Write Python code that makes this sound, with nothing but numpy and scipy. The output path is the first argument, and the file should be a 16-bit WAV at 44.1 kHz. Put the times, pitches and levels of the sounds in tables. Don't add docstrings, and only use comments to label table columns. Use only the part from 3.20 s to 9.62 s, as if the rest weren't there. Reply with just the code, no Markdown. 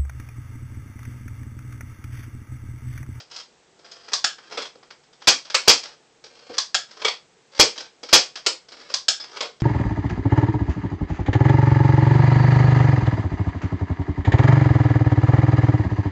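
import sys
import numpy as np
from scipy import signal
from scipy.fft import rfft, irfft
from scipy.io import wavfile
from scipy.ndimage import uniform_filter1d

SR = 44100
rng = np.random.default_rng(int(sys.argv[2]) if len(sys.argv) > 2 else 0)


def unload_audio(sound):
    columns = np.transpose(np.atleast_2d(sound))
    steps = np.round(np.clip(columns, -1, 1) * 32767)
    wavfile.write(sys.argv[1], SR, steps.astype(np.int16))


N = 283122
SIZE = 2 ** 14
AGE = np.arange(SIZE) / SR
HZ = np.maximum(np.arange(SIZE // 2 + 1) * SR / SIZE, 1)


# (time [s], level [dB], treble [dB], barrel pop [dB], rattle decay [s],
#                 trigger let go at [s], drag of the trigger [dB])
SHOTS = [(2.076, -6.5, 1, -19, 0.0077, 2.25, -6), (2.480, 1.5, 2.5, -9.5, 0.006, 2.63, -1.5),
         (4.397, -3.5, 1, -3, 0.007, 4.555, 2.5), (4.931, -2.5, 1.5, -13.5, .013, 5.165, 1)]
# (frequency [Hz], level [dB])
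SHOT_COLOUR = [(30, -19), (150, -21.5), (280, -12), (480, -13), (850, -9), (1700, -10.5), (2400, -10),
               (3800, -10.5), (5000, -5), (6500, -9.5), (8000, -17.5), (10000, -43)]
# (frequency [Hz], width [Hz], lift [dB])
SHOT_MODES = [(735, 71, 4.7), (1145, 70, 3.3), (2410, 210, 5.9), (2680, 60, 2.7), (3290, 170, 8.8),
              (4480, 120, 2.4), (4840, 1400, 5.2)]


def shots():
    out = np.zeros(N)
    body = body_db(SHOT_COLOUR, SHOT_MODES)
    for s, level_db, treble_db, pop_db, rattle_s, *_ in SHOTS:
        response_db = body + shelves_db(0, treble_db)
        add(out, s, from_db(pop_db) * barrel_pop())
        add(out, s, from_db(level_db) * blow(response_db, rattle_s, first_db=-11.0))
    return out


BARREL_HZ, BARREL_WIDTH_HZ = 472.7, 67


def barrel_pop(puff_s=0.00035, puff_db=-30, wet_db=-7.0):
    column = np.sin(2 * np.pi * BARREL_HZ * AGE) * np.exp(-np.pi * BARREL_WIDTH_HZ * AGE)
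    puff = AGE / puff_s * np.exp(1 - AGE / puff_s)
    pop = column + from_db(puff_db) * puff
    wet = signal.fftconvolve(pop, room())[:SIZE]
    return pop + from_db(wet_db) * wet


# (time [s], level [dB], bass [dB], treble [dB], rattle decay [s])
TRIGGER = [(2.072, -11.5, -1.5, -1.5, 0.0016), (2.344, -11, -4, -4.5, 0.0037), (2.476, -15.5, 8, -7, .003),
           (4.392, -14.5, 5.5, -4, 0.0032), (4.928, -10.5, 10, -1, 0.0026), (5.263, -13, 6, 3, 0.004)]
# (frequency [Hz], level [dB])
TRIGGER_COLOUR = [(29, -59), (50, -30.5), (119, -44), (311, -12), (790, -9.5), (861, -6.5), (1590, -8.5),
                  (2010, -7.5), (2240, -3.5), (3570, -5), (4910, 0), (8000, -11.5), (10400, -31.5),
                  (17600, -120)]
# (frequency [Hz], width [Hz], lift [dB])
TRIGGER_MODES = [(392, 48, 3), (522, 58, 9.2), (1353, 180, 5.5), (2210, 63, 2), (4400, 260, 4.6),
                 (5160, 98, 7.2), (7500, 140, 1.3)]


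def trigger():
    return clacks(TRIGGER, TRIGGER_COLOUR, TRIGGER_MODES, variety_db=3.0)


# (time [s], level [dB], bass [dB], treble [dB], rattle decay [s])
SLIDE_BACK = [(0.9331, -16.5, 2.5, -2.5, 0.001), (3.3813, -15, 0.5, -2.5, 0.0015),
              (5.74, -16, 2, -1.5, 0.002)]
# (frequency [Hz], level [dB])
BACK_COLOUR = [(29, -59.5), (50, -27), (279, -38.5), (317, -52), (563, -20), (861, -18), (1130, -8),
               (1320, -20), (2830, -16.5), (4050, -6), (5010, 4), (8000, -19.5), (10400, -41),
               (17600, -120)]
# (frequency [Hz], width [Hz], lift [dB])
BACK_MODES = [(560, 60, 2), (1240, 110, 0), (1644, 230, 8), (3430, 250, 5.5), (5200, 500, -5)]


def slide_back():
    return clacks(SLIDE_BACK, BACK_COLOUR, BACK_MODES, variety_db=0.0)


# (time [s], level [dB], bass [dB], treble [dB], rattle decay [s])
LATCH = [(1.042, -13.5, 0.5, -2.5, 0.0018), (3.5445, -14, -0.68, -3, 0.0013),
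         (5.883, -11, 2.3, 4.5, 0.0014)]
# (frequency [Hz], level [dB])
LATCH_COLOUR = [(29, -72.5), (50, -28), (338, -22), (539, -13), (587, -11), (1040, -18), (1660, -7),
                (2010, -11.5), (3350, -2), (4050, -4), (5010, -2), (8000, -14), (10400, -40.5),
                (17600, -120)]
# (frequency [Hz], width [Hz], lift [dB])
LATCH_MODES = [(778, 160, 6.4), (1330, 300, 10.5), (1650, 140, 8), (3400, 380, 4.6), (4470, 260, 4.5),
               (5200, 400, 8.7), (7000, 690, 8.6)]


def latch():
    return clacks(LATCH, LATCH_COLOUR, LATCH_MODES, variety_db=1.5)


# (time [s], level [dB], bass [dB], treble [dB], rattle decay [s])
SLIDE_HOME = [(1.373, -24.5, 3.5, -1, 0.006), (1.417, -31, 3, 5, 0.0058), (1.452, -37, -11, -3, 0.0038),
              (3.818, -30.5, -3.5, -4, 0.0036), (3.8475, -14.5, -3, -1, 0.0023),
              (3.881, -19, -10, 0.0, 0.0039), (6.168, -31.5, 1, 0, 0.002),
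              (6.2064, -22.0, 4.5, 1.5, 0.0028), (6.225, -30.5, 0, -5, 0.0043)]
# (frequency [Hz], level [dB])
HOME_COLOUR = [(29, -74), (50, -34), (262, -15.5), (298, -17.5), (409, -7), (600, -0.5), (1180, -0.5),
               (1810, -6.5), (2140, -2), (3350, -4), (3650, -4.5), (5340, -3), (8000, -17.5), (10400, -55),
               (17600, -120)]
# (frequency [Hz], width [Hz], lift [dB])
HOME_MODES = [(423, 180, 10.6), (1220, 145, 3.3), (2280, 120, 1.7), (3340, 330, 9.3), (4330, 350, 3.8),
              (5000, 200, 4.3)]


def slide_home():
    return clacks(SLIDE_HOME, HOME_COLOUR, HOME_MODES, variety_db=3.5)


def front_stop_s(latch_s):
    knocks = [(level_db, s) for s, level_db, *_ in SLIDE_HOME if 0 < s - latch_s < 1]
    return max(knocks)[1]


# (frequency [Hz], level [dB])
TICK_COLOUR = [(29, -56), (50, -26), (168, -27.5), (256, -11), (475, -5), (1180, -5), (1630, -4),
               (1810, -7), (3350, -7), (3800, -6.5), (5120, 0), (8000, -23), (10400, -50), (17600, -120)]
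# (frequency [Hz], width [Hz], lift [dB])
TICK_MODES = [(487, 180, 3), (1290, 46, 2.2), (3250, 190, 5.9), (4860, 400, 2)]

# (time [s], level [dB], decay [s])
SPRING = [(0.713, -50, 0.0026), (5.999, -31.5, 0.015)]
# (frequency [Hz], width [Hz], lift [dB])
SPRING_MODES = [(3440, 140, 16), (4480, 108, 13), (5106, 170, 20.7)]


def spring():
    out = np.zeros(N)
    coil = body_db(TICK_COLOUR, SPRING_MODES)
    for s, level_db, length_s in SPRING:
        add(out, s, from_db(level_db) * blow(coil, length_s, first_db=-6.5))
    return out


# (pull starts at [s], drag on the rails [dB])
PRIMINGS = [(0.62, -.5), (3.06, -1), (5.491, 2)]
# (frequency [Hz], width [Hz], lift [dB])
PUSH_MODES = [(450, 200, 2.5), (1200, 400, 5.5)]
# (first level [dB], last level [dB], bass [dB], treble [dB]), drag comes on top
PULL = (-51, -49, 2.5, -3)
CATCH = (-42, -37, -0.5, -3)
REGRIP = (-53, -51, -1.5, -5.5)
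PUSH = (-43.5, -38.5, -0.5, -3.5)
SEAT = (-33, -49, 2.5, -3)
SQUEEZE = (-53, -36, -2, 2)
LET_GO = (-44.5, -50, -1, -1.5)
SHIFT = (-47, -37, -4.5, 2.5)
CATCH_S, REGRIP_S, PUSH_S, SEAT_S = .054, 0.1, .08, .1
SQUEEZE_S, LET_GO_S, SHIFT_S = .08, 0.11, 0.111
REGRIP_AFTER_S, SHIFT_AT_S = .14, .1


def rubbing():
    out = stroke(SHIFT_AT_S, SHIFT_S, SHIFT)
    for (pull_s, drag_db), back_s, latch_s in zip(PRIMINGS, times(SLIDE_BACK), times(LATCH)):
        home_s = front_stop_s(latch_s)
        out += stroke(pull_s, back_s - pull_s, PULL, drag_db)
        out += stroke(back_s - CATCH_S, CATCH_S, CATCH)
        out += stroke(latch_s + REGRIP_AFTER_S, REGRIP_S, REGRIP, drag_db)
        out += stroke(home_s - PUSH_S, PUSH_S, PUSH, modes=PUSH_MODES)
        out += stroke(home_s, SEAT_S, SEAT)
    for shot_s, *_, let_go_s, drag_db in SHOTS:
        out += stroke(shot_s - SQUEEZE_S, SQUEEZE_S, SQUEEZE, drag_db)
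        out += stroke(let_go_s, LET_GO_S, LET_GO, drag_db)
    return out


def stroke(start, length_s, shape, drag_db=0, modes=(), slips_per_s=150, uneven_db=3.5):
    first_db, last_db, bass_db, treble_db = shape
    out = np.zeros(N)
    shell = body_db(TICK_COLOUR, [*TICK_MODES, *modes])
    progress = AGE / max(length_s, .01)
    moving = progress < 1
    sizes = from_db(uneven_db * np.minimum(rng.exponential(1, SIZE), 3))
    sizes = sizes * rng.choice([-1, 1], SIZE)
    slips = sizes * (rng.random(SIZE) < slips_per_s / SR) * moving
    slips = slips / np.sqrt(np.mean(slips[moving] ** 2) + 1e-20)
    pressure = from_db(drag_db + np.interp(progress, [0, 1], [first_db, last_db]))
    response_db = shell + shelves_db(bass_db, treble_db) + spot_db(3.0)
    path = signal.fftconvolve(ringing(response_db), room())[:SIZE]
    path = rms_one(path) / np.sqrt(SIZE)
    add(out, start, signal.fftconvolve(slips * pressure, path))
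    return out


# (time [s], level
# [dB], bass [dB], treble [dB])
TICKS = [(0.001, -39.5, -1, 1.5), (0.113, -40.5, -1, 3.5), (0.16, -34, -2, 9.5), (0.591, -50.5, 13, 2),
         (0.714, -40, -4, 14), (0.881, -43, 0.5, -7), (1.183, -42.5, -8.5, -11), (1.322, -34.5, 4, -3),
         (1.553, -45.5, 16, -5), (1.629, -47.5, 5, -9.5), (1.705, -40, -8, -6.5), (2.019, -41, -6, -7),
         (2.25, -41.5, -6, 3), (2.3, -30.5, -8.5, -2), (2.634, -33, -2.5, 5), (2.654, -36, -1, 1),
         (3.04, -40.5, 7, 6), (3.296, -35, 25.5, -5.5), (3.71, -42.5, -0.5, -0.5), (4.578, -30, 2, 7.5),
         (4.603, -33.5, 3, 4), (4.831, -33, 13, 7), (4.888, -34, -5.5, -0.5), (5.156, -31, -11, 0),
         (5.485, -43.5, 6, 6.5), (6.04, -37, -8, -4.5), (6.402, -40.5, 5, -3.5)]
TICK_RATTLE_S = .0017
FIRST_SHOTS_S = (1.82, 2.8)
LOOSE_PER_S, LOOSE_SPREAD_DB = 13, 3
LOOSE_PULL_DB, LOOSE_SHOTS_DB = -48, -54


def handling():
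    rows = list(TICKS) + loose_ticks(*FIRST_SHOTS_S, LOOSE_SHOTS_DB)
    for (pull_s, drag_db), back_s in zip(PRIMINGS, times(SLIDE_BACK)):
        rows += loose_ticks(pull_s, back_s, LOOSE_PULL_DB + drag_db)
    rattling = [(*row, TICK_RATTLE_S) for row in rows]
    return clacks(rattling, TICK_COLOUR, TICK_MODES, variety_db=3.0)


def loose_ticks(start, end, level_db):
    slot_s = 1 / LOOSE_PER_S
    rows = []
    for s in np.arange(start, end - slot_s, slot_s):
        tick_s = s + rng.random() * slot_s
        tick_db = level_db + LOOSE_SPREAD_DB * rng.standard_normal()
        rows.append((tick_s, tick_db, 0, 0))
    return rows


# (frequency [Hz], level [dB])
FLOOR = [(15, -51), (25, -23.5), (101, -21), (132, -12), (185, -13), (315, -15), (382, -8.5), (411, -14),
         (442, -6.5), (562, -15), (789, -13.5), (1030, -18), (8000, -24.5), (10400, -56), (17600, -120)]
FLOOR_DB = -59


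def background():
    white = rng.standard_normal(N + SIZE - 1)
    noise = signal.fftconvolve(white, ringing(at_hz(FLOOR, HZ)), "valid")
    return from_db(FLOOR_DB) * rms_one(noise)


# (frequency [Hz], time to fall by 60 dB [s])
ROOM_T60 = [(100, 0.1765), (500, 0.2248), (1500, 0.2029), (5000, 0.2443), (8000, 0.2113)]
CEILING_S, CEILING_DB, TAIL_DB = .0038, 2.5, 2.4897


def room(build_s=0.0012, scatter_s=0.0016):
    edges = np.geomspace(40, 12000, 7)
    tail = np.zeros(SIZE)
    for low, high in zip(edges, edges[1:]):
        bandpass = signal.butter(2, [low, high], "band", fs=SR, output="sos")
        band = signal.sosfilt(bandpass, rng.standard_normal(SIZE))
        tail += band * 1000 ** (-AGE / at_hz(ROOM_T60, np.sqrt(low * high)))
    tail *= 1 - np.exp(-(AGE / build_s) ** 2)
    direct, ceiling = (scattered(scatter_s) for _ in range(2))
    echo = from_db(CEILING_DB) * np.roll(ceiling, int(CEILING_S * SR))
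    return (direct + echo + from_db(TAIL_DB) * rms_one(tail)) / np.sqrt(SIZE)


def scattered(scatter_s):
    burst = rng.standard_normal(SIZE) * np.exp(-AGE / scatter_s)
    return rms_one(evened(burst, 660))


def clacks(table, colour, modes, variety_db):
    out = np.zeros(N)
    body = body_db(colour, modes)
    for s, level_db, bass_db, treble_db, rattle_s in table:
        response_db = body + shelves_db(bass_db, treble_db) + spot_db(variety_db)
        add(out, s, from_db(level_db) * blow(response_db, rattle_s))
    return out


def blow(response_db, rattle_s, contacts_per_s=1300, first_db=-4.5):
    contacts = rng.standard_normal(SIZE) * (rng.random(SIZE) < contacts_per_s / SR)
    chatter = contacts * np.exp(-AGE / max(rattle_s, 1e-4))
    chatter = rms_one(chatter) / np.sqrt(SIZE)
    chatter[0] += from_db(first_db)
    shell = signal.fftconvolve(evened(chatter), ringing(response_db))[:SIZE]
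    sound = signal.fftconvolve(shell, room())[:SIZE]
    power = uniform_filter1d(sound ** 2, size=353, mode="constant")
    return sound / np.sqrt(power.max())


def body_db(colour, modes):
    return at_hz(colour, HZ) + sum(lift_db(*mode) for mode in modes)


def lift_db(hz, width_hz, db):
    return db / (1 + (2 * (HZ - hz) / width_hz) ** 2)


def shelves_db(bass_db, treble_db, bass_hz=800, treble_hz=2800):
    bass = bass_db / (1 + (HZ / bass_hz) ** 4)
    treble = treble_db / (1 + (treble_hz / HZ) ** 4)
    return bass + treble


def spot_db(spread_db=3.5, relative_width=0.044, count=22):
    pitches = np.geomspace(300, 7500, count) * np.exp(rng.normal(0, .05, count))
    return sum(lift_db(hz, relative_width * hz, spread_db * rng.standard_normal()) for hz in pitches)


def evened(x, even_hz=130):
    force = uniform_filter1d(np.abs(rfft(x)) ** 2, int(even_hz * SIZE / SR) + 1)
    inverse_db = -10 * np.log10(np.abs(force) + 1e-9)
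    return signal.fftconvolve(x, ringing(inverse_db))[:SIZE]


def ringing(response_db):
    cepstrum = irfft(np.log(from_db(response_db) + 1e-9))
    cepstrum[1:SIZE // 2] *= 2
    cepstrum[SIZE // 2 + 1:] = 0
    return irfft(np.exp(rfft(cepstrum)))


def at_hz(points, hz):
    knots, values = np.transpose(points)
    return np.interp(np.log(hz), np.log(np.abs(knots)), values)


def from_db(db):
    return 10 ** (np.asarray(db) / 20)


def rms_one(x):
    return x / np.sqrt(np.mean(x ** 2) + 1e-20)


def times(table):
    return [row[0] for row in table]


def add(track, s, sound):
    start = int(np.clip(round(s * SR), 0, N - 1))
    track[start:start + len(sound)] += sound[:N - start]


def scene():
    firing = shots() + trigger()
    priming = slide_back() + latch() + slide_home()
    touches = spring() + rubbing() + handling()
    return (firing + priming + touches + background())[None]


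MIC_EDGE_HZ, CUTOFF_HZ = 8300, 16300
OVERLOAD = .73


def record(dry, limit_db=3.0, release_db_per_s=900, attack_s=.0008):
    mic = signal.cheby1(10, .3, MIC_EDGE_HZ, fs=SR, output="sos")
    heard = signal.sosfilt(mic, dry)
    excess_db = np.maximum(20 * np.log10(np.abs(heard) + 1e-9) - limit_db, 0)
    recovery = release_db_per_s * np.arange(N) / SR
    held_db = np.maximum.accumulate(excess_db + recovery, axis=-1) - recovery
    pole = np.exp(-1 / (attack_s * SR))
    reduction_db = signal.lfilter([1 - pole], [1, -pole], held_db)
    limited = heard * from_db(-reduction_db)
    clipped = limited / (1 + (limited / OVERLOAD) ** 12) ** (1 / 12)
    rounded = signal.sosfiltfilt(signal.butter(2, 14000, fs=SR, output="sos"), clipped)
    top_cut = signal.ellip(8, .05, 60, CUTOFF_HZ, fs=SR, output="sos")
    return signal.sosfiltfilt(top_cut, rounded)


dry = scene()
out = record(dry)
unload_audio(out)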